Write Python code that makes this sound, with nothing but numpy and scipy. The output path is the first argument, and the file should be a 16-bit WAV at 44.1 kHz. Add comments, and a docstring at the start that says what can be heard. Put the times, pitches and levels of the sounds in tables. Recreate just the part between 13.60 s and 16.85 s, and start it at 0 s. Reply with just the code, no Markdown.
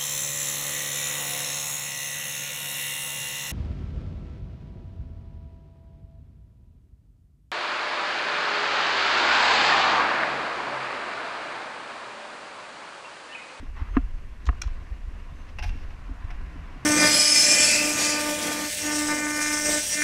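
"""A bicycle pushes off

A shoe knocks on the pedal and the cleat snaps in: each impact excites damped modes of the metal.
The chain clatters over ringing sprockets and a brake pad squeaks by stick-slip friction.
The mount of the rider's camera bumps and sways, and turbulent wind rumbles on its microphone
over the wash of tyres and far traffic at a road junction."""
import sys
import numpy as np
from scipy import signal
from scipy.fft import rfft, irfft
from scipy.io import wavfile
from scipy.ndimage import uniform_filter1d

SR = 44100
rng = np.random.default_rng(int(sys.argv[2]) if len(sys.argv) > 2 else 0)


def to_wav(s):
    """Save 16-bit WAV."""
    ch = np.atleast_2d(s).T  # columns
    pcm = np.round(np.clip(ch, -1, 1) * 32767)  # PCM
    wavfile.write(sys.argv[1], SR, pcm.astype(np.int16))


N = 143325
TIME = np.arange(N) / SR


def amp(db):
    """Amplitude ratio of a level in decibels."""
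    return 10 ** (np.asarray(db) / 20)


def unit(x):
    """Normalisation to rms 1."""
    return x / np.sqrt(np.mean(x ** 2) + 1e-20)


def colour(spectrum, hz):
    """Spectral level in dB, interpolated over log frequency."""
    f, db = np.transpose(spectrum)
    return np.interp(np.log(hz + 1), np.log(f), db)


def level(points):
    """Amplitude envelope, interpolated in dB."""
    return amp(np.interp(TIME, *np.transpose(points)))


def add(mix, s, sound):
    """Superposition of a sound starting at time s."""
    part = mix[max(round(s * SR), 0):][:len(sound)]
    part += sound[:len(part)]


def cut(x, hz, kind):
    """Second-order low-pass or high-pass filter."""
    return signal.sosfilt(signal.butter(2, min(hz, SR / 2 - 1), kind, fs=SR, output="sos"), x)


def ring(modes, pitch=1, damping=1, rise_s=1 / SR):
    """Free vibration as a sum of damped modes; a soft contact slows the onset."""
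    t = np.arange(SR // 4) / SR
    swell = np.sin(np.pi / 2 * np.minimum(t / rise_s, 1)) ** 2
    return swell * sum(amp(db - 60 * t * damping / t60) * np.sin(2 * np.pi * hz * pitch * t)
                       for hz, db, t60 in modes)


def shaped(x, spectrum, tilt_db=0):
    """Filtering by a spectral envelope, tilted by tilt_db per octave."""
    hz = np.fft.rfftfreq(len(x), 1 / SR)
    gain = amp(colour(spectrum, hz) + tilt_db * np.log2(hz / SR + 1e-4))
    return irfft(rfft(x) * gain, len(x))


def drift(count):
    """Band-limited fluctuation of rms 1 through count random values."""
    return unit(signal.resample(rng.standard_normal(count), N))


def wash(spectrum, patch_db, flicker_db):
    """Coloured noise, modulated in time-frequency patches and by a flicker common to all bands."""
    hz, _, frames = signal.stft(rng.standard_normal(N), SR, nperseg=1024, noverlap=768)
    patches = uniform_filter1d(rng.standard_normal(frames.shape), size=12, axis=0)
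    patches = unit(uniform_filter1d(patches, size=10, axis=1))
    flicker = rng.standard_normal(frames.shape[1])
    frames *= amp(colour(spectrum, hz)[:, None] + patch_db * patches + flicker_db * flicker)
    return unit(signal.istft(frames, nperseg=1024, noverlap=768)[1][:N])


def bursts(rows, spectrum, rise_s, fall_s, contacts_per_s):
    """Shot noise: runs of tiny random metal contacts swell, hold and decay."""
    out, t = np.zeros(N), np.arange(SR // 4) / SR
    for start, length, db, tilt_db in rows:
        contacts = rng.choice([-1, 1], len(t)) * (rng.random(len(t)) < contacts_per_s / SR)
        envelope = np.minimum(t / rise_s, 1) * np.exp(-np.maximum(t - length, 0) / fall_s)
        run = shaped(contacts, spectrum, tilt_db) * envelope
        add(out, start, amp(db) * unit(run) * np.sqrt(np.mean(envelope ** 2)))
    return out


def street(x):
    """Reverberation: scatter from the ground and house fronts decays exponentially."""
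    delay_s, t60_s = 0.0048, 0.2
    t = np.arange(SR // 2) / SR
    scatter = cut(rng.standard_normal(len(t)), 5000, "low")
    tail = scatter * (t > delay_s) * amp(-60 * t / t60_s)
    return amp(-20) * signal.fftconvolve(x, tail / np.linalg.norm(tail))[:N]


def traffic():
    """Far cars radiate broadband tyre roar and a modulated engine tone that sinks in pitch."""
    # engine tone: t/s, f/Hz, level/dB
    engine = [(0, 170.5, -77), (2.0, 172.4, -65), (2.2, 169.8, -70), (2.5, 170, -59), (2.8, 167.9, -62.5),
              (3.0, 160.4, -49), (3.129, 150.5, -60.5), (3.24, 126, -48.5)]
    # envelope of the roar: t/s, level/dB
    roar_level = [(0, -81), (2.0, -79), (2.5, -54.5), (2.63, -52), (2.85, -55), (3.25, -54.5)]
    # spectral density of the roar: f/Hz, relative level/dB
    roar_spectrum = [(180, -20), (265, 5.5), (380, -11.5), (550, -23), (700, 2.5), (860, -6), (1020, 4),
                     (1250, -5), (1500, -1.5), (2500, -13), (6000, -48)]
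    s, hz, db = np.transpose(engine)
    phase = 2 * np.pi * np.cumsum(np.interp(TIME, s, hz)) / SR + 0.3 * drift(count=90)
    hum = unit(np.sin(phase) * (1 + 0.3 * drift(count=70)))
    roar = level(roar_level) * wash(roar_spectrum, patch_db=1.5, flicker_db=0.2)
    return amp(np.interp(TIME, s, db)) * hum + roar


def road():
    """Rolling noise of tyres, friction noise of a brush on the asphalt, and a faint steady hiss."""
    # envelopes of rolling and brushing: t/s, level/dB
    rolling_level = [(0, -49), (0.13, -55.5), (0.33, -51.5), (0.5, -54.5), (0.75, -55.5), (0.95, -53.5),
                     (1.14, -51), (1.3, -53), (1.42, -54.5), (1.56, -52), (1.72, -53.5), (1.89, -51.5),
                     (1.97, -54.5), (2.22, -50.5), (2.42, -53.5), (2.65, -53), (3.0, -51.5), (3.25, -50.5)]
    scuff_level = [(0.12, -67), (0.165, -47.5), (0.195, -46.5), (0.24, -49), (0.29, -51), (0.32, -64),
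                   (0.355, -42), (0.40, -68)]
    # spectral densities of the three noises: f/Hz, relative level/dB
    rolling_spectrum = [(60, -13.5), (150, 7), (270, 6), (400, -1), (560, -0.5), (700, 0), (850, -5),
                        (1040, 3), (1300, -3.5), (1800, -1), (2300, -5), (2800, -5), (3150, -12),
                        (4000, -15.5), (5600, -20.5), (7000, -28), (10000, -38), (15000, -53)]
    scuff_spectrum = [(200, 1), (650, -6.5), (1050, 4.5), (1700, -0.5), (2700, -4.5), (3700, -17),
                      (5500, -24), (9000, -43), (15000, -44)]
    hiss_spectrum = [(100, 3), (3000, -3), (6000, 0.5), (8500, -4), (12000, -11), (15000, -19)]
    rolling = level(rolling_level) * wash(rolling_spectrum, patch_db=1.15, flicker_db=1)
    scuff = level(scuff_level) * wash(scuff_spectrum, patch_db=1.5, flicker_db=3)
    hiss = amp(-69.5) * unit(shaped(rng.standard_normal(N), hiss_spectrum))
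    return rolling + scuff + hiss


def wind():
    """Turbulent pressure fluctuations on the microphone make a gusty rumble."""
    # envelope of the rumble: t/s, relative level/dB
    rumble_level = [(0.0, -37.5), (0.35, -34), (0.86, -38), (1.01, -34), (1.41, -35), (1.58, -38),
                    (1.85, -42.5), (2.15, -30.5), (2.45, -39.5), (2.83, -34.5), (3.15, -43.5),
                    (3.25, -38.5)]
    # spectral density of the rumble: f/Hz, relative level/dB
    rumble_spectrum = [(10, -5.5), (25, 5), (45, -1.5), (76, -4), (95, -13.5), (130, -23.5), (200, -28),
                       (400, -38), (1000, -76.5)]
    gusts = amp(2 + 1.5 * drift(count=50))
    return gusts * level(rumble_level) * unit(shaped(rng.standard_normal(N), rumble_spectrum))


def mount():
    """Bumps excite the hollow modes of the camera mount; jolts sway the microphone in deep pulses."""
    # bumps: t/s, relative level/dB
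    bumps = [(0.026, -28.5), (0.211, -30), (0.3666, -0.5), (0.888, -23), (2.15, -30.5), (2.491, -29),
             (2.5102, -29.5), (2.637, -35), (2.956, -28.5), (3.156, -30.5)]
    # modes of the mount: f/Hz, relative level/dB, T60/s
    modes = [(156, -43, 0.2), (266.2, 0, .05), (341, -13, 0.027)]
    # jolts at their peaks: t/s, level/dB, sway f/Hz, 1/e half-width/s
    jolts = [(0.224, -20.5, 64.5, 0.0083), (0.377, -23.5, 40, 0.075), (0.893, -11.5, 58, 0.015),
             (1.067, -17, 53.5, 0.011), (1.131, -22, 24, 0.039), (1.725, -36.5, 128, 0.0081),
             (2.064, -26, 79, 0.016), (2.092, -24, 34.2, 0.053), (2.515, -22, 47.7, 0.0096),
             (2.65, -23, 68, 0.0077)]
    out = np.zeros(N)
    bump = cut(ring(modes, rise_s=0.0058), 197, "high")
    for s, db in bumps:
        add(out, s, amp(db) * bump)
    for s, db, hz, width in jolts:
        t = TIME - s
        out -= amp(db) * np.exp(-(t / width) ** 2) * np.cos(2 * np.pi * hz * t)
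    return out


def squeaks():
    """Stick-slip oscillation of a brake pad on the turning rim gives thin harmonic tones."""
    # touches of the pad: t/s, duration/s, f/Hz, relative level/dB
    touches = [(0.3, .088, 3178, -66), (1.756, .088, 3112, -66.5)]
    harmonics_db = [-13, -2, -13.5, -20]
    out, waver = np.zeros(N), 1 + 0.004 * drift(count=900)
    for start, length, hz, db in touches:
        phase = 2 * np.pi * np.cumsum(hz * waver) / SR
        envelope = np.sqrt(np.abs(np.sin(np.pi * np.clip((TIME - start) / length, 0, 1))))
        tone = sum(gain * np.sin(k * phase) for k, gain in enumerate(amp(harmonics_db), 1))
        out += amp(db) * envelope * tone
    return out


def chain():
    """Forced vibration: impacts of the links drive the sprockets, which ring on at resonance."""
    # runs of impacts: t/s, duration/s, level/dB, tilt/(dB per octave)
    clatters = [(1.886, 0.015, -53.5, -1.5), (1.9853, 0.0084, -35, -2), (2.0245, 0.021, -37, -0.3),
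                (2.056, 0.03, -51.5, 3.5), (2.0912, 0.0021, -39.5, -0.2), (2.105, 0.14, -59, 0),
                (2.303, 0.0086, -45.5, -4), (2.7035, 0.0097, -40, -3.5)]
    # spectral density of the impacts: f/Hz, relative level/dB
    link_spectrum = [(150, -4.5), (550, -16.5), (780, 4), (1050, -4), (1800, 0.5), (2750, 2.5),
                     (3050, -4.5), (4300, -12), (5600, -5), (6300, -13.5), (7000, -23.5), (10300, -25),
                     (11300, -31), (14000, -29), (16000, -49)]
    # modes of the sprockets: f/Hz, relative level/dB, T60/s
    modes = [(730, -15.5, 0.13), (858, -15.5, 0.1), (1800, -39, .1), (2025, -23, 0.059), (2630, -39, 0.1),
             (2749, -28.5, 0.43), (3360, -30, 0.13), (5090, -29, .14), (5630, -36, .08)]
    links = bursts(clatters, link_spectrum, rise_s=0.002, fall_s=0.0059, contacts_per_s=4000)
    return links + amp(-28.5) * signal.fftconvolve(links, ring(modes))[:N]


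def cleat():
    """The cleat scrapes by sliding friction and snaps over its spring catch, exciting a gritty ring."""
    # snaps: t/s, relative level/dB, low-pass f/Hz
    snaps = [(1.017, -31, 5800), (1.0195, -23.5, 9100)]
    # modes of cleat and catch: f/Hz, relative level/dB, T60/s
    modes = [(1460, -0.5, 0.024), (1920, -3, 0.0083), (2360, -0.5, 0.015), (2740, -19, 0.038),
             (3320, -10.5, 0.022), (4090, -9.5, 0.025), (5560, -2.5, .021), (5810, 1, .009),
             (6200, -1, 0.014), (6552, -21, 0.024), (7051, -15, .0125), (7962, -13.5, 0.015),
             (9000, -14, .008), (10370, -11, 0.0089)]
    # scrapes on the pedal: t/s, duration/s, level/dB, tilt/(dB per octave)
    scrapes = [(0.8535, 0.003, -48, 3), (0.8635, 0.0092, -41.5, -.5), (1.032, 0.0091, -44, -3),
               (1.048, .008, -68, -10), (1.0705, 0.0044, -51.5, 1.5)]
    # spectral density of the scrapes: f/Hz, relative level/dB
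    scrape_spectrum = [(300, -4), (900, 1.5), (1500, 4.5), (2500, -2), (4200, 1.5), (5000, -7.5),
                       (6600, -2.5), (8500, -21), (12500, -31), (16000, -47)]
    clicks, tone = np.zeros(N), ring(modes, rise_s=0.0001)
    t = np.arange(len(tone)) / SR
    for s, db, bright_hz in snaps:
        grit = amp(-12) * rng.standard_normal(len(t)) * np.exp(-t / 0.0025)
        add(clicks, s, amp(db) * cut(tone + grit, bright_hz, "low"))
    scraping = bursts(scrapes, scrape_spectrum, rise_s=0.0026, fall_s=0.0058, contacts_per_s=3600)
    return cut(clicks, 1410, "high") + scraping


def knocks():
    """Impact excitation: the shoe sets pedal and frame ringing; softer contact gives less treble."""
    # impacts: t/s, relative level/dB, low-pass f/Hz, pitch ratio, damping ratio
    impacts = [(0.3681, -16, 1910, 1.01, 0.77), (0.8895, -17.5, 1870, 1.03, 1),
               (0.9283, -33.5, 1100, 1.0, 0.84), (0.953, -41, 1200, 1.16, 0.98),
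               (1.0785, -35.5, 1200, 1.0, .9)]
    # modes of pedal and frame: f/Hz, relative level/dB, T60/s
    modes = [(420, -6.6, 0.051), (701, -9, 0.055), (1050, -7.5, 0.027), (1094, -5.5, 0.023),
             (1192, -2, 0.023), (1380, -20, 0.06), (1630, -3, 0.018), (1774, -7, 0.022), (2060, -14, 0.023),
             (2370, -28, 0.071), (2650, -9, 0.027), (3200, -18, 0.025), (4070, -16, 0.019),
             (5540, -16, 0.013)]
    out = np.zeros(N)
    for s, db, bright_hz, pitch, damping in impacts:
        tone = ring(modes, pitch, damping, rise_s=0.0004)
        add(out, s, amp(db) * cut(tone, bright_hz, "low"))
    return cut(out, 750, "high")


def scene():
    """Superposition of the bicycle's direct sound, its reflections, the wind and the street noise."""
    knock, snap, clatter = knocks(), cleat(), chain()
    echo = street(amp(-18) * knock + snap + amp(5.5) * clatter)
    return (knock + snap + clatter + echo + squeaks() + mount() + wind() + road() + traffic())[None]


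def record(dry):
    """Band limiting by a steep linear-phase low-pass filter."""
    edge_hz = 15150
    kernel = signal.firwin(511, edge_hz, window=("kaiser", 9), fs=SR)
    return signal.oaconvolve(dry, kernel[None], "same")


dry = scene()
out = record(dry)
to_wav(out)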